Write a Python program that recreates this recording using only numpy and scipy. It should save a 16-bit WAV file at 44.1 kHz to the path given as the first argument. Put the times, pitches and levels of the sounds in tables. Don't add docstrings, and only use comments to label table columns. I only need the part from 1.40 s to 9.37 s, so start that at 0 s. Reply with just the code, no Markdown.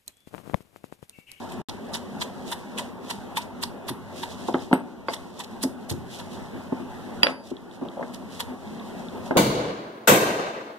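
import sys
import numpy as np
from scipy import signal
from scipy.fft import rfft, irfft, next_fast_len
from scipy.io import wavfile
from scipy.ndimage import uniform_filter1d, minimum_filter1d, map_coordinates

SR = 44100
rng = np.random.default_rng(int(sys.argv[2]) if len(sys.argv) > 2 else 0)


def gain_from_db(level_db):
    decades = np.asarray(level_db, float) / 20
    return 10 ** decades


def waveform_to_disk(signal):
    frames = np.transpose(np.atleast_2d(signal))
    scaled = np.clip(frames, -1, 1) * 32767
    samples = np.round(scaled).astype(np.int16)
    wavfile.write(sys.argv[1], SR, samples)


N = 351477

# f/Hz, likeness [0..1]
PORT_LIKENESS = [(50, 0.71), (100, 0.85), (210, 0.98), (400, 0.6), (800, 0.38), (1500, 0.007),
                 (5000, 0.017)]


def unit(x):
    return x / np.sqrt(np.mean(x ** 2) + 1e-20)


def along(points, hz):
    f, v = np.transpose(points)
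    return np.interp(np.log(hz + 1), np.log(f + 1), v)


def curve(rows):
    return np.interp(np.arange(N) / SR, *np.transpose(rows))


def filtered(x, response):
    m = next_fast_len(N + SR // 2)
    return irfft(rfft(x, m) * response(np.fft.rfftfreq(m, 1 / SR)), m)[..., :N]


def coloured(x, tone):
    def response(hz):
        gain = gain_from_db(along(tone, hz))
        return gain / np.sqrt(np.mean(gain ** 2))
    return filtered(x, response)


def wobble(rate):
    knots = rng.standard_normal(int(N * rate / SR) + 4)
    return map_coordinates(knots, [np.arange(N) * rate / SR])


def gritty(spread_db, rate):
    return unit(rng.standard_normal((2, N)) * gain_from_db(spread_db * wobble(rate)))


def patchy(x, depth_db, size):
    z = signal.stft(x, nperseg=size)[2]
    field = uniform_filter1d(rng.standard_normal(z.shape[1:]), size=5, axis=0)
    field = uniform_filter1d(field, size=6, axis=1)
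    return unit(signal.istft(z * gain_from_db(depth_db * unit(field)), nperseg=size)[1][:, :N])


def add(out, s, sound):
    part = out[:, round(s * SR):][:, :sound.shape[-1]]
    part += sound[..., :part.shape[-1]]


def ring(modes, scatter_db, attack, skew, rough_db=0, lag=0):
    block = 150
    t = np.arange(SR // 4 // block * block) / SR
    hz, db, t60 = np.transpose(modes)[:, :, None]
    flutter = np.repeat(rng.standard_normal((2, len(hz), len(t) // block)), block, axis=2)
    level_db = db + scatter_db * rng.standard_normal(hz.shape) - 60 * t / t60
    size = gain_from_db(level_db + rough_db * uniform_filter1d(flutter, size=block))
    phase = skew * np.minimum(hz / 600, 1) * rng.standard_normal((2,) + hz.shape)
    late = np.reshape([lag, 0], (2, 1, 1))
    partials = size * np.sin(2 * np.pi * hz * (t - late) + phase)
    return np.sum(partials, axis=1) * (1 - np.exp(-t / attack))


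# f/Hz, level/dB
LEAF_COLOUR = [(600, -39), (1300, -14.5), (2000, -6), (3500, 1.5), (5000, -4), (8000, -8), (11000, -12.5),
               (14500, -21)]


def crushed_leaves():
    # t/s, peak level/dB, bowl level/dB, sheen level/dB, pace/s
    pounding = [(0.1205, -33.5, -18, -25, 0.0068), (0.285, -29.5, -12, -38, 0.0071),
                (0.5453, -22.5, -10.5, -23, 0.0086), (0.816, -20, -10, -25, 0.0076),
                (1.119, -27, -1.5, -9, 0.0082), (1.3847, -20, -10.5, -38, 0.0075),
                (1.702, -25, -5, -14, 0.0073), (1.7494, -45, -14, -21, 0.0062),
                (1.97, -25, -1.5, -9, 0.0067), (2.0158, -34.5, -26, -34, 0.015),
                (2.228, -20, -9, -15, 0.0063), (2.4854, -18.5, -11, -23, .0057),
                (2.83, -29, -4.5, -15, .009), (3.734, -21, -7.5, -16, 0.0056),
                (3.9994, -20.5, -12.5, -61, 0.0079), (4.037, -26.5, -68, -27, 0.00084),
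                (4.229, -15.5, -25, -15.5, 0.005), (4.495, -22, -34, -12, 0.0026),
                (4.508, -24, -17, -15.5, .005), (4.792, -32.5, -6, -32, .009),
                (6.738, -36, -8, -12, 0.0049), (7.001, -20.5, -8.5, -24, 0.0062)]
    # f/Hz, level/dB
    sheen_colour = [(5000, -36), (8000, 9.5), (11000, 5), (14500, -0.5)]
    # f/Hz, width/Hz, level/dB
    bowl_air = [(945, 78, 8), (1950, 230, -2), (3460, 660, -4)]
    press_s, decay_paces = 0.0085, 8.1
    t = np.arange(N) / SR
    burst, boom, sheen = np.zeros((3, N))
    for s, db, bowl_db, sheen_db, pace in pounding:
        since = t - s - .0012
        fall = -np.log(1000) * (since - press_s).clip(0) / (decay_paces * pace)
        shape = np.exp(np.minimum(since / pace, fall))
        burst += gain_from_db(db - 7.5) * shape
        sheen += gain_from_db(db + sheen_db + 0.5) * shape
        boom += gain_from_db(db + bowl_db + 15) * shape ** 1.52

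    def cavity(hz):
        total = 0
        for k, (centre, width, db) in enumerate(bowl_air):
            band = 1j * hz * width
            total = total + (-1) ** k * gain_from_db(db) * band / (centre ** 2 - hz ** 2 + band)
        return total

    grit = coloured(burst * patchy(gritty(3.3, rate=500), 4.54, size=128), LEAF_COLOUR)
    grit += coloured(sheen * gritty(2.6, rate=500), sheen_colour)
    return grit + filtered(boom * gritty(1.66, rate=300), cavity)


def dragged_leaves():
    # t/s, level/dB
    pressure = [(0.0, -53.5), (0.15, -61), (1.3, -56.5), (1.46, -93), (1.69, -47.5), (1.9, -62),
                (2.48, -70), (2.9, -50), (3.25, -53.5), (3.66, -65), (3.84, -53.5), (4.35, -62),
                (4.86, -55), (5.3, -61), (6.2, -59), (7.1, -59.5), (7.66, -56.5), (7.97, -66)]
    # t/s of the height, level/dB, width/s
    scrapes = [(.1, -55, 0.011), (1.089, -45.5, 0.022), (1.43, -57, 0.078), (2.79, -53, 0.035),
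               (2.928, -60, 0.023), (3.085, -51.5, 0.012), (3.22, -62, 0.016), (3.72, -44, 0.032),
               (3.98, -60, .015), (4.3, -70, 0.038), (4.748, -49, 0.042), (4.93, -57.5, 0.027),
               (5.9, -46, 0.024), (6.07, -49.5, 0.028), (6.108, -49, 0.009), (6.35, -60, .02),
               (6.76, -57, 0.0091), (6.95, -52.5, 0.04), (7.86, -60.5, 0.036)]
    t = np.arange(N) / SR
    scrape = sum(gain_from_db(db) * np.exp(-((t - s) / width) ** 2) for s, db, width in scrapes)
    drag = gain_from_db(curve(pressure) + 3.0) + gain_from_db(6.5) * scrape
    drag = drag * gain_from_db(1.8 * wobble(25))
    return coloured(drag * gritty(1.8, rate=570), LEAF_COLOUR)


def snapped_stems():
    # t/s, peak level/dB, f/Hz
    snaps = [(3.1404, -36, 3170), (3.192, -47, 3400), (3.765, -42, 3400), (5.6106, -61, 2900),
             (6.1679, -41, 3370), (6.313, -49, 3360), (6.4862, -42.5, 3300), (7.2744, -57, 3470),
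             (7.397, -51, 3430), (7.6854, -48, 3500)]
    out = np.zeros((2, N))
    for s, db, hz in snaps:
        modes = [(hz, db + 14.0, .012), (1.1 * hz, db + 16, .008)]
        add(out, s, ring(modes, 0.5, .0003, 0.99))
    return out


def counter_blows():
    # t/s, peak level/dB, deep modes/dB, upper modes/dB, decay factor
    thuds = [(2.24, -32, -5, 6, 0.54), (2.505, -19.5, -5, -14, 0.6), (4.237, -10, -24.5, -17, 1.2),
             (4.513, -16.5, -7, -20, 1.2), (6.113, -9, -28, -20, 0.62), (6.481, -23.5, -18, -22, 1.7)]
    # t/s, peak level/dB, middle modes/dB, upper modes/dB, decay factor
    knocks = [(3.085, -14.5, -0.5, -20, 0.72), (3.144, -14, -1.5, 3, 0.91), (3.313, -18.5, 0.5, -16, 1.06),
              (3.329, -13, 2.5, 10, 1.1), (3.684, -21.5, 5.5, 16, 1.01), (5.322, -14.5, -9.5, -22, 0.63),
              (5.4, -26, -13, -7, .91), (5.832, -26.5, 5, 4, 3.5), (5.866, -30.5, 9.5, 13, 2.1),
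              (5.885, -23.5, 0, 13, 2.2), (6.413, -30, -1, -16, 1.1), (6.42, -10.5, -15, -19, 0.72),
              (6.449, -23.5, -4.5, -12, 1.3), (6.57, -39, 8, -18, 2.2), (6.594, -33.5, 4.5, -19, 1.4),
              (6.61, -26, 1.5, -15, 0.91), (6.627, -23.5, 0, 7, 0.74), (7.909, -14.5, -2, 2.5, 0.94),
              (7.954, -18.5, -1.5, -14, 0.7), (7.962, -14.5, -3, -9, 1)]
    # f/Hz, level/dB, t60/s
    counter_modes = [(89, 11, 0.28), (123, 4, 0.3), (192, -18, 0.13), (263.4, 0.5, 0.12),
                     (347.4, -4.5, 0.18), (483, -21, 0.4), (561.4, 7, 0.056), (650, -13, 0.041),
                     (864, -6, 0.096), (1073, -8.5, 0.037), (1293, -13, 0.065), (1460, 0, 0.011),
                     (1597, -22.5, 0.21), (1820, -6.5, 0.011), (2100, -12.5, 0.059), (2500, -43, 0.19)]
    group_edges = [150, 450, 1000, 3000]
    thud_middle_db, knock_deep_db = -17.5, -27
    hits = [(s, db, deep_db, thud_middle_db, *rest) for s, db, deep_db, *rest in thuds]
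    hits += [(s, db, knock_deep_db, *rest) for s, db, *rest in knocks]
    out, rattle = np.zeros((2, 2, N))
    hz, level_db, t60 = np.transpose(counter_modes)
    t = np.arange(SR // 4) / SR
    for s, db, deep_db, middle_db, upper_db, lasting in sorted(hits):
        contact_s = 0.00064 * gain_from_db(-.6 * upper_db)
        group_db = np.array([deep_db, 0, middle_db, upper_db, 0])[np.digitize(hz, group_edges)]
        modes = np.transpose([hz, db - 7.0 + level_db + group_db, t60 * lasting])
        add(out, s, ring(modes, 2.13, contact_s, 1.0, rough_db=7.0))
        rattle_size = gain_from_db(db + middle_db - 1.5 - 60 * t / (0.11 * lasting))
        add(rattle, s, rattle_size * rng.standard_normal((2, len(t))))
    out = filtered(out, lambda f: f ** 3 / (f ** 3 + 106.0 ** 3))
    dull = [(100, -32.5), (250, 4.5), (900, 6.5), (1800, -22), (3000, -26.5), (8000, -46)]
    return out + coloured(rattle, dull)


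def stone_clacks():
    # t/s, crack level/dB, pestle level/dB, dishes level/dB
    clacks = [
        (1.971, -24.5, -60, -80),
        (3.329, -18, -49, -34.5),
        (3.685, -27, -37, -104),
        (5.832, -6.5, -14.5, -80),
        (5.869, -10.5, -80, -80),
    ]
    # f/Hz, level/dB, t60/s
    pestle_modes = [(3200, 10, 0.009), (4800, 9, 0.074), (4800, -13, 0.53), (5400, -15, 0.25),
                    (10000, -23.5, 0.45), (11600, -25, 0.086), (12510, -31, .1)]
    # f/Hz, level/dB, t60/s
    dish_modes = [(8200, -2, 0.15), (8350, -12, .08), (9300, -2.5, .13), (9700, -16, .06),
                  (10400, -16, .06), (11120, -16, 0.13), (11800, -14, .07), (12200, -5, 0.11),
                  (12600, -4, 0.13)]
    # f/Hz, level/dB
    crack_colour = [(300, -6), (1000, -3), (2500, 5), (4500, -11), (6000, -24.5), (14000, -40)]
    rim_lag = .00028
    out, crack = np.zeros((2, 2, N))
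    t = np.arange(SR // 4) / SR
    for s, crack_db, pestle_db, dishes_db in clacks:
        shared, own = rng.standard_normal(len(t)), rng.standard_normal((2, len(t)))
        split = np.array([np.roll(shared, round(rim_lag * SR)), shared]) + 2.2 * own
        fade = gain_from_db(crack_db - 60 * t / 0.0076) + gain_from_db(crack_db - 20.5 - 60 * t / 0.22)
        add(crack, s, fade * split)
        add(out, s, gain_from_db(pestle_db) * ring(pestle_modes, 0.6, 0.0006, 0.18, rough_db=3.0, lag=rim_lag))
        add(out, s, gain_from_db(dishes_db) * ring(dish_modes, 1.5, 0.0051, 0.73, rough_db=7.5))
    return out + coloured(crack, crack_colour)


def glass_tinkles():
    # t/s, level/dB
    tinkles = [(3.085, -60), (3.19, -60), (5.33, -65)]
    # f/Hz, level/dB, t60/s
    glass_modes = [(5070, 0, 0.18)]
    out = np.zeros((2, N))
    for s, db in tinkles:
        add(out, s, gain_from_db(db) * ring(glass_modes, 1, .01, 1.5, rough_db=14))
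    return out


def kitchen(x):
    # f/Hz, t60/s
    room_decay = [(200, 0.83), (1000, 0.51), (4000, 0.2), (12000, 0.33)]
    hz, t, z = signal.stft(rng.standard_normal((2, SR // 2)), SR, nperseg=256)
    decay = gain_from_db(-60 * t / along(room_decay, hz)[:, None])
    tail = signal.istft(z * decay, SR, nperseg=256)[1]
    delayed = np.pad(x, ((0, 0), (200, 0)))
    return signal.fftconvolve(delayed, tail / np.linalg.norm(tail[0]), axes=1)[:, :N]


def fan():
    # f/Hz, level/dB
    air_colour = [(40, -8), (90, -4.5), (130, -9.5), (185, -1.5), (250, 3), (310, -9.5), (360, -2),
                  (450, -8), (900, -8), (1250, -16.5), (2000, -22), (3400, -28.5), (5000, -38.5),
                  (14000, -43)]
    # f/Hz, level under the air noise/dB
    blade = (94, -14.5)
    air = coloured(patchy(rng.standard_normal((2, N)), 2.15, size=1024), air_colour)
    phase = 2 * np.pi * blade[0] * np.arange(N) / SR + 1.7 * wobble(10)
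    hum = gain_from_db(blade[1] + 3.1 * wobble(5.5)) * np.sin(phase + [[0], [.25]])
    return gain_from_db(-36.5 + 0.8 * wobble(17)) * (air + hum)


def scene():
    near = crushed_leaves() + dragged_leaves() + snapped_stems()
    near += counter_blows() + stone_clacks() + glass_tinkles()
    paths = near + gain_from_db(-12.0) * kitchen(near) + fan()
    mix_angle = lambda hz: np.arcsin(np.clip(along(PORT_LIKENESS, hz), 0, .999)) / 2
    own = filtered(paths, lambda hz: np.cos(mix_angle(hz)))
    return own + filtered(paths[::-1], lambda hz: np.sin(mix_angle(hz)))


def cross_feed(ports):
    # f/Hz, share [0..1]
    cross_share = [(100, 0.96), (1500, 0.48), (2400, 0.68), (3500, 0.52), (4700, 0.32), (6000, 0.12),
                   (8000, 0.036), (14000, 0.027)]
    # f/Hz, level/dB
    side_tilt = [(100, 0.5), (330, 1.5), (800, 1), (3000, 0), (5000, -3.5), (14000, -3.5)]
    # f/Hz, level/dB
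    top_end = [(14200, -1.5), (14500, -14), (15000, -28), (15600, -50)]
    lag = 0.0004434
    share = lambda hz: np.clip(along(cross_share, hz), 0, .999)

    def even(hz):
        likeness = np.clip(along(PORT_LIKENESS, hz), 0, .999)
        overlap = 2 * share(hz) * likeness * np.cos(2 * np.pi * hz * lag)
        return 1 / np.sqrt(1 + share(hz) ** 2 - overlap)

    def tone(hz):
        return even(hz) * gain_from_db(along(side_tilt, hz) * [[.5], [-.5]] + along(top_end, hz))

    sides = ports - filtered(ports[::-1], lambda hz: share(hz) * np.exp(-2j * np.pi * hz * lag))
    return filtered(sides, tone)


def gain_control(x):
    heed_db = -9.5
    knee_db, squeeze, makeup_db = -34.5, 0.59, 3
    grab_s, let_go_s = 0.087, 0.18
    power = np.mean(filtered(x, lambda hz: 1 + gain_from_db(heed_db) * hz / 1000) ** 2, axis=0)
    for lag_s in (grab_s, let_go_s):
        keep = np.exp(-1 / (SR * lag_s))
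        start = [power[:SR // 10].mean()]
        power = signal.lfilter([1 - keep], [1, -keep], power, zi=start)[0]
    return x * gain_from_db(makeup_db) * (1 + power / gain_from_db(2 * knee_db)) ** (-squeeze / 2)


def soft_limit(x):
    return x / (1 + abs(x / .97) ** 4) ** (1 / 4)


def thin_sum_and_difference(sides, under_db, masked_db):
    hz, _, z = signal.stft([sides[0] + sides[1], sides[0] - sides[1]], SR, nperseg=1024)
    power = uniform_filter1d(uniform_filter1d(abs(z) ** 2, size=9, axis=1), size=3, axis=2)
    strongest = -minimum_filter1d(-power.max(axis=0), size=61, axis=0)
    nearby = strongest * (hz > 6200)[:, None]
    kept = (power > gain_from_db(2 * under_db) * power[::-1]) & (power > gain_from_db(2 * masked_db) * nearby)
    mid, side = signal.istft(z * kept, nperseg=1024)[1][:, :N]
    return np.array([mid + side, mid - side]) / 2


def drop_out(sides):
    # start t/s, end t/s
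    gap = (0.2176, .286)
    t = np.arange(N) / SR
    fading = gain_from_db(-15 - 1600 * (t - gap[0]).clip(0)) * (t < gap[0] + .032)
    return sides * np.where((t > gap[0]) & (t < gap[1]), fading, 1)


def top_cut(x):
    return signal.sosfilt(signal.butter(12, 15650, fs=SR, output="sos"), x)


def record(dry):
    sides = soft_limit(gain_control(cross_feed(dry)))
    sides = thin_sum_and_difference(sides, under_db=-9, masked_db=-16)
    return top_cut(drop_out(sides))


dry = scene()
out = record(dry)
waveform_to_disk(out)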